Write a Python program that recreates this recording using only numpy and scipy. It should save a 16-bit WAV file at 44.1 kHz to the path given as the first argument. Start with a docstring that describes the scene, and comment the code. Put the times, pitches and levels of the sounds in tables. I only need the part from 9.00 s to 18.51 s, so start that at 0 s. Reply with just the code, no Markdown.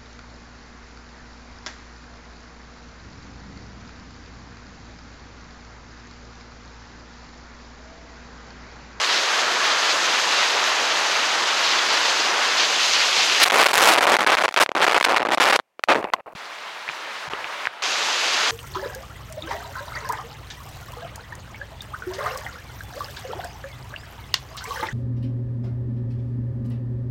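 """Kayak roll in a rapid.

Whitewater roars, bubbles and sprays around the paddler's small waterproof camera. The boat capsizes;
turbulence slaps the submerged microphone port in rattling bursts and stirs bubbles. After the roll
the port glugs and drops tap the housing. A film of water seals, then muffles the port, until it
clears and the rapid is bright again."""
import sys
import numpy as np
from scipy import signal
from scipy.fft import rfft, irfft, next_fast_len
from scipy.io import wavfile
from scipy.ndimage import uniform_filter1d

SR = 44100
rng = np.random.default_rng(int(sys.argv[2]) if len(sys.argv) > 2 else 0)


def put_to_file(sound):
    """Save the sound as 16-bit audio at rate SR, in the file named by the first command-line argument."""
    columns = np.atleast_2d(sound).T  # one column per channel
    safe = np.clip(columns, -1, 1)
    whole_steps = np.round(safe * 32767)
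    wavfile.write(sys.argv[1], SR, whole_steps.astype(np.int16))


N = 419391
TIME_S = np.arange(N) / SR

# Rapid before the dive, after clearing, and through the wet port.
# Each row: time in seconds, roar below 2 kHz in dB, spray above 2 kHz in dB.
RUN_IN_LEVELS = [(0.0, -26.5, -24), (0.57, -23.5, -24.5), (1.42, -24.5, -22), (1.54, -24, -24),
                 (3.56, -24, -23.5), (3.79, -27, -20.5), (4.36, -25, -20)]
RUN_OUT_LEVELS = [(8.84, -29, -25.5), (9.336, -26, -23), (9.42, -24.5, -22.5)]
WET_LEVELS = [(7.36, -39, -41), (7.8, -37.5, -39.5), (8.25, -34, -36.5), (8.31, -34, -41),
              (8.66, -33.5, -35.5)]
# Spectra. Each row: frequency in Hz, density in dB.
OPEN_AIR_SPECTRUM = [(24, -68.5), (40, -50), (64, -41), (354, -9.5), (585, -4.5), (1090, -1), (2210, -2),
                     (2700, -0.5), (4930, -4), (5580, -7.5), (6330, -6.5), (7540, -14.5), (8340, -22),
                     (12500, -31.5), (16000, -50.5)]
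WET_SPECTRUM = [(18, -76), (30, -50), (141, -27.5), (569, -6.5), (649, -7), (760, -5), (844, -4),
                (913, -1.5), (2170, -5), (4080, -11.5), (6900, -22), (8080, -27), (16000, -40)]
FLOODED_SPECTRUM = [(24, -83), (40, -53), (320, -18), (680, -6), (831, -4), (896, -4), (2150, -10.5),
                    (3560, -14), (5440, -25), (16000, -47)]
GURGLE_SPECTRUM = [(40, -24), (170, -15), (400, -8), (720, 0), (1100, -7), (1600, -15), (2600, -16),
                   (3200, -27), (4200, -28), (6000, -43), (16000, -54)]
SEALED_SPECTRUM = [(40, -20), (170, -11), (550, 0), (1050, -1), (1500, -9), (2400, -7), (4000, -18),
                   (16000, -26)]
# Turbulence on the port.
# Each row: start in seconds, length in seconds, level in dB, flap pitch in Hz, brightness in dB.
SURGES = [(4.4, 0.027, -16, 1986, -8), (4.429, .014, -17.5, 3220, 2), (4.454, 0.036, -19, 1596, -7.5),
          (4.4995, 0.012, -16.5, 1830, -12), (4.521, 0.071, -16, 1318, -9),
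          (4.592, .039, -12.5, 1403, -9.5), (4.636, .016, -18, 1450, -7), (4.657, .013, -12.5, 1463, -7),
          (4.677, 0.041, -21.5, 1404, -7.5), (4.732, 0.032, -17, 1452, -5.5), (4.768, .085, -15, 1399, -5),
          (4.854, 0.062, -13, 1353, -6.5), (4.9187, 0.028, -16, 1476, -5.5), (4.949, 0.045, -16, 1314, -11),
          (5.008, 0.051, -17.5, 1350, -9.5), (5.068, 0.091, -14.8, 1269, -11.5),
          (5.187, 0.06, -19, 1187, -12.5), (5.2648, .09, -15, 1368, -12.5), (5.37, 0.055, -19, 1323, -12.5),
          (5.437, 0.023, -14.5, 1140, -13), (5.563, 0.03, -16, 1534, -14), (5.6, 0.037, -13, 1287, -7.5),
          (5.751, .061, -19.5, 1040, -15), (5.816, 0.037, -14.5, 1380, -12),
          (5.8662, .019, -14, 1217, -12.5), (5.894, 0.043, -19, 1406, -13.5),
          (5.945, 0.041, -15, 1300, -13), (6.042, 0.012, -13.5, 1876, -6.5),
          (6.062, 0.094, -19, 1122, -15.5), (6.163, .021, -15, 1430, -15), (6.196, 0.037, -21, 1046, -19),
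          (6.2508, 0.023, -20, 973, -20), (6.2868, 0.021, -21, 964, -17),
          (6.314, 0.039, -17.5, 1283, -12.5), (6.4, .041, -14.5, 1570, -11),
          (6.441, .076, -16.3, 1354, -11.5), (6.525, 0.04, -14.5, 1440, -11.5)]
# Single slaps in the lulls. Each row: start in seconds, level in dB, flap pitch in Hz.
LONE_SLAPS = [(5.1668, -12.5, 1510), (5.481, -16.5, 1320), (5.4888, -18, 1270), (5.51, -30, 1400),
              (5.524, -30, 1600), (5.5415, -20, 1610), (5.662, -19, 1130), (5.691, -19, 1090),
              (5.717, -19.5, 1000), (6, -21, 1580), (6.01, -11.5, 1250), (6.027, -17, 1700),
              (6.374, -15, 1080), (6.382, -14.5, 1200), (6.591, -18, 1040), (6.598, -18.5, 1050),
              (6.7937, -27.5, 994), (6.837, -14.5, 1530), (7.027, -25, 900), (7.0425, -18.5, 900),
              (7.136, -14, 1500), (7.14, -19.5, 1150)]
# Spray over the deck. Each row: start in seconds, end in seconds, level in dB.
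SPLASHES = [(0.084, .2, -23), (0.618, 0.739, -26), (0.883, 0.933, -22), (1.3, 1.553, -28),
            (2.628, 2.794, -24), (2.885, 2.982, -22), (3.156, 3.267, -26), (3.562, 3.658, -22),
            (3.934, 4.028, -23.5), (4.16, 4.239, -20), (4.418, 4.445, -14.5)]
# Drop strikes and dull bumps on the housing.
# Each row: start in seconds, level before filtering in dB, pitch in Hz, decay in seconds.
DROP_TAPS = [(7.1365, -5, 1060, 0.0037), (7.1372, -12, 2020, 0.0025), (7.8795, -13, 1910, .0008),
             (7.8895, -9, 2420, 0.0011), (7.8972, -4, 1610, 0.00022), (8.3345, -8, 1200, 0.00078),
             (8.3352, -13, 2940, 0.00087), (8.444, -11, 2520, 0.0007), (8.6548, -6, 2230, .0006),
             (8.671, 0, 1710, 0.00064)]
BUMPS = [(7.351, -28.5, 191, 0.0036), (7.888, -43, 149, 0.014), (8.276, -34, 150, 0.0081),
         (8.288, -42, 110, 0.01), (8.31, -46, 80, .03), (8.334, -20.5, 430, 0.0042), (8.38, -51, 90, .03),
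         (8.445, -51, 130, 0.014), (8.671, -46, 120, 0.0087)]
# Bubbling stirred by surges. Each row: time in seconds, level in dB.
BUBBLING_LEVELS = [(4.45, -39), (4.7, -37.5), (4.8, -27.5), (5.15, -31), (5.3, -39), (5.95, -38),
                   (6.13, -26.5), (6.25, -33.5), (6.6, -42)]
# Water in the port after the roll. Each row: start in seconds, end in seconds, level in dB.
GLUGS = [(6.876, 7.062, -30.5), (7.067, 7.103, -33.5), (7.121, 7.21, -40), (7.261, 7.335, -38.5)]

DIVE_S, SURFACE_S = 4.444, 6.606
DRAIN_S, FLOOD_S, CLEAR_S = 7.351, 8.676, 8.822
TYPICAL_SURGE_HZ, TYPICAL_SURGE_DB = 1300, -15


def river(dip_s=(8.289, 8.299), dip_db=-25, flooded_db=-39):
    """The rapid through a clear, wet or flooded port; the wet level dips once, briefly."""
    water = whitewater()
    run_levels = np.vstack([RUN_IN_LEVELS, RUN_OUT_LEVELS])
    clear = rapid(water, OPEN_AIR_SPECTRUM, run_levels) * (1 - gate(DIVE_S, CLEAR_S))
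    wet = rapid(water, WET_SPECTRUM, WET_LEVELS) * gate(DRAIN_S, FLOOD_S) * undb(dip_db * gate(*dip_s))
    flooded = colour(water, FLOODED_SPECTRUM) * undb(flooded_db) * gate(FLOOD_S, CLEAR_S)
    return clear + wet + flooded


def rapid(water, spectrum, levels):
    """Roaring holes and hissing crests swell as the boat passes."""
    sound = colour(water, spectrum)
    roar = signal.sosfiltfilt(signal.butter(6, 2000, fs=SR, output="sos"), sound)
    times_s, roar_db, spray_db = np.transpose(levels)
    spray = unit(sound - roar) * undb(np.interp(TIME_S, times_s, spray_db))
    return unit(roar) * undb(np.interp(TIME_S, times_s, roar_db)) + spray


def whitewater(churn_db=0.63, flicker_db=1.27, bubble_db=-13, drop_db=-13):
    """Far bubbles merge into a wash whose octaves surge; near bubbles and drops stand out."""
    rest, wash = rng.standard_normal(N), 0
    for hz in 250 * 2 ** np.arange(6):
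        band = signal.sosfiltfilt(signal.butter(2, hz, fs=SR, output="sos"), rest)
        rest = rest - band
        wash = wash + band * undb(churn_db * wander(9) + flicker_db * wander(45))
    wash = wash + rest * undb(flicker_db * wander(40))
    near = bubbles(low_hz=443, high_hz=6960, q=9.5, spread_db=3, glide=.17)
    return unit(wash) + undb(bubble_db) * near + undb(drop_db) * droplets(spread_db=-1.5)


def port_rattle(ring_hz=2250, ring_db=-22, fizz_db=2, size=9000):
    """Each burst of flaps knocks in the flooded port and fizzes."""
    out = np.zeros(N + size)
    for start_s, length_s, db, hz, bright_db in pour_off() + lone_slaps() + list(SURGES):
        pulses = flaps(length_s, db, hz, size)
        knock = resonate(pulses, 0.56 * hz, q=0.45) + undb(ring_db) * resonate(pulses, ring_hz, q=13)
        knock = butter(butter(knock, 2.57 * hz, "low"), 0.15 * hz, "high", order=1)
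        burst = unit(knock) + undb(bright_db + fizz_db) * unit(fizz(pulses, bright_db))
        at = int(start_s * SR)
        out[at:at + size] += burst * undb(db) * np.sqrt(length_s * SR / size)
    return out[:N]


def flaps(length_s, db, hz, size, base_gap_s=.0021, base_stall_s=.002, count=160):
    """The membrane deflects and snaps back; strong surges flap faster, weak ones stall longer."""
    timing, swing, strength, side = rng.standard_normal((4, count))
    drive = 2 ** ((db - TYPICAL_SURGE_DB) / 3.5)
    hurry = max(drive, 1)
    stalls_s = (rng.random(count) < .15 / hurry ** 2) * base_stall_s / drive
    mid_gap_s = base_gap_s / hurry * (TYPICAL_SURGE_HZ / hz) ** .5
    gaps_s = mid_gap_s * np.exp(.45 / hurry * timing) + stalls_s
    push_s = np.cumsum(gaps_s) - gaps_s[0]
    snap_s = push_s + .55 / hz * np.exp(0.44 * swing)  # about half a cycle later
    live = push_s < max(length_s - .0009, .0001)
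    force = undb(1.9 * strength) * live * np.sign(side + .5)
    push = np.bincount(np.minimum(push_s * SR, size - 1).astype(int), force, size)
    snap = np.bincount(np.minimum(snap_s * SR, size - 1).astype(int), force, size)
    return push - 1.21 * snap


def fizz(pulses, bright_db, scatter_db=4.2, decay_s=0.00051, tail_s=0.0058, tail_db=-24):
    """Each flap tears off a sharp fizz with a faint tail; hard flaps give far more."""
    hardness = pulses ** 2 * undb(scatter_db * rng.standard_normal(len(pulses)))
    envelope = fade(hardness, decay_s) + undb(tail_db) * fade(hardness, tail_s)
    tear = envelope * rng.standard_normal(len(pulses))
    hiss = butter(2.9 * hardness * np.sign(pulses) + tear, 2100, "high")
    hiss = butter(hiss, 4200 * undb(0.7 * (bright_db - 5.5)), "low", order=1)
    return butter(hiss, 15000 * undb(0.71 * (bright_db + 5)), "low", order=1)


def lone_slaps(length_s=0.00325, bright_db=-14, db_per_octave=16):
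    """Single slaps as SURGES rows; sharper ones fizz more."""
    return [(start_s, length_s, db, hz, bright_db + db_per_octave * np.log2(hz / TYPICAL_SURGE_HZ))
            for start_s, db, hz in LONE_SLAPS]


def pour_off(start_s=6.886, step_s=.025, hold_s=.02, db=-13, hz=1172, bright_db=-18.5):
    """Water pours off the righting boat: the rattle holds, then fades and sags. Gives SURGES rows."""
    fall_db_per_s, sag_octaves_per_s = 188.5, 11
    ages_s = np.arange(5) * step_s
    ebb_s = np.maximum(ages_s - hold_s, 0)
    levels_db = db - fall_db_per_s * ebb_s
    pitches_hz = hz / 2 ** (sag_octaves_per_s * ebb_s)
    return [(start_s + age_s, step_s, level_db, pitch_hz, bright_db)
            for age_s, level_db, pitch_hz in zip(ages_s, levels_db, pitches_hz)]


def splashes(rise_s=0.019):
    """Sheets of spray land as a patter that builds fast and stops short."""
    patter = droplets(spread_db=2) + rng.standard_normal(N)
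    patter = unit(butter(butter(patter, 1500, "high", order=1), 5140, "low", order=6))
    swell = sum(undb(db) * gate(start_s, end_s) * np.clip((TIME_S - start_s) / rise_s, 0, 1) ** .5
                for start_s, end_s, db in SPLASHES)
    return patter * swell


def housing_knocks(blows, size=6000):
    """One heavily damped ring of the housing per blow."""
    out, age_s = np.zeros(N + size), np.arange(size) / SR
    for start_s, db, hz, decay_s in blows:
        ring = np.sin(2 * np.pi * hz * age_s) * np.exp(-age_s / decay_s)
        at = int(start_s * SR)
        out[at:at + size] += undb(db) * butter(butter(ring, 2 * hz, "low"), 2 * hz, "low")
    return out[:N]


def gurgling(linger_s=0.016, lull_db=-60.5, tick_db=-30):
    """Surges stir bubble clouds; after the roll, draining water glugs and ticks in the port."""
    cloud = bubbles(low_hz=440, high_hz=2740, q=3.4, spread_db=3.5, glide=0.13, count=6000, size=800)
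    gurgle = colour(cloud + rng.standard_normal(N), GURGLE_SPECTRUM) * undb(2 * wander(70))
    surging = sum(gate(start_s, start_s + length_s) for start_s, length_s, *_ in SURGES)
    stirred = fade(surging, linger_s) / (linger_s * SR)
    stirred *= undb(np.interp(TIME_S, *np.transpose(BUBBLING_LEVELS)))
    lull = undb(lull_db) * gate(DIVE_S, SURFACE_S)
    draining = unit(gurgle + undb(tick_db) * droplets(spread_db=4))
    glugs = draining * sum(undb(db) * gate(start_s, end_s) for start_s, end_s, db in GLUGS)
    return gurgle * (stirred + lull) + glugs


def bubbles(low_hz, high_hz, q, spread_db, glide, count=9000, size=400):
    """Bubbles pinch off and ring briefly, rising in pitch; a few are much louder."""
    when, pitch, rank = rng.random((count, 3)).T[:, :, None]
    hz = low_hz * (high_hz / low_hz) ** pitch
    cycles = hz * np.arange(size) / SR
    age = cycles / q
    ring = np.sin(2 * np.pi * cycles * (1 + glide * np.minimum(age, 1))) * np.exp(-np.pi * age)
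    strength = hz * undb(-spread_db * np.log(np.maximum(rank, .005)))
    at = (when * N).astype(int) + np.arange(size)
    return unit(np.bincount(at.ravel(), (ring * strength).ravel(), N)[:N])


def droplets(spread_db, count=14000):
    """Drops burst as tiny ticks."""
    when, rank, side = rng.random((count, 3)).T
    strength = np.sign(side - .5) * undb(-spread_db * np.log(np.maximum(rank, .003)))
    return unit(butter(np.bincount((when * N).astype(int), strength, N), 1800, "high"))


def sealed_floor(db=-73):
    """Faint steady noise, exposed while water seals the port."""
    return undb(db) * colour(rng.standard_normal(N), SEALED_SPECTRUM)


def undb(db):
    """Decibels to gain."""
    return 10 ** (np.asarray(db) / 20)


def unit(x):
    """Scale to rms 1."""
    return x / np.sqrt(np.mean(x ** 2) + 1e-18)


def butter(x, hz, kind, order=2):
    """Causal low-pass or high-pass."""
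    return signal.sosfilt(signal.butter(order, min(hz, .45 * SR), kind, fs=SR, output="sos"), x)


def resonate(x, hz, q):
    """One resonance, gain 1 at its centre."""
    return signal.lfilter(*signal.iirpeak(hz, q, fs=SR), x)


def colour(x, spectrum):
    """Filter by (Hz, dB) points, then scale to rms 1."""
    size = next_fast_len(N)
    hz, db = np.transpose(spectrum)
    bins_hz = np.arange(size // 2 + 1) * SR / size
    gain = undb(np.interp(np.log(bins_hz + 1), np.log(hz), db))
    return unit(irfft(rfft(x, size) * gain, size)[:N])


def wander(rate_hz):
    """Smooth random drift, rms 1."""
    hold = int(SR / rate_hz)
    return unit(uniform_filter1d(np.repeat(rng.standard_normal(N // hold + 1), hold), hold)[:N])


def gate(start_s, end_s):
    """1 from start to end, with 1 ms edges."""
    return np.clip(np.minimum(TIME_S - start_s, end_s - TIME_S) * 1000 + .5, 0, 1)


def fade(x, decay_s):
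    """Give every pulse an exponential tail."""
    return signal.lfilter([1], [1, -np.exp(-1 / (decay_s * SR))], x)


def scene():
    """All sources at one microphone."""
    knocks = butter(housing_knocks(DROP_TAPS), 770, "high") + housing_knocks(BUMPS)
    return (port_rattle() + river() + splashes() + knocks + gurgling() + sealed_floor())[None]


def record(dry, ceiling=0.97, bottom_hz=45, top_hz=16000):
    """The camera rounds peaks, sheds deep bass and cuts the top."""
    rounded = dry / (1 + (dry / ceiling) ** 4) ** (1 / 4)
    thinned = butter(rounded, bottom_hz, "high", order=1)
    return signal.sosfilt(signal.ellip(8, .2, 70, top_hz, fs=SR, output="sos"), thinned)


dry = scene()
out = record(dry)
put_to_file(out)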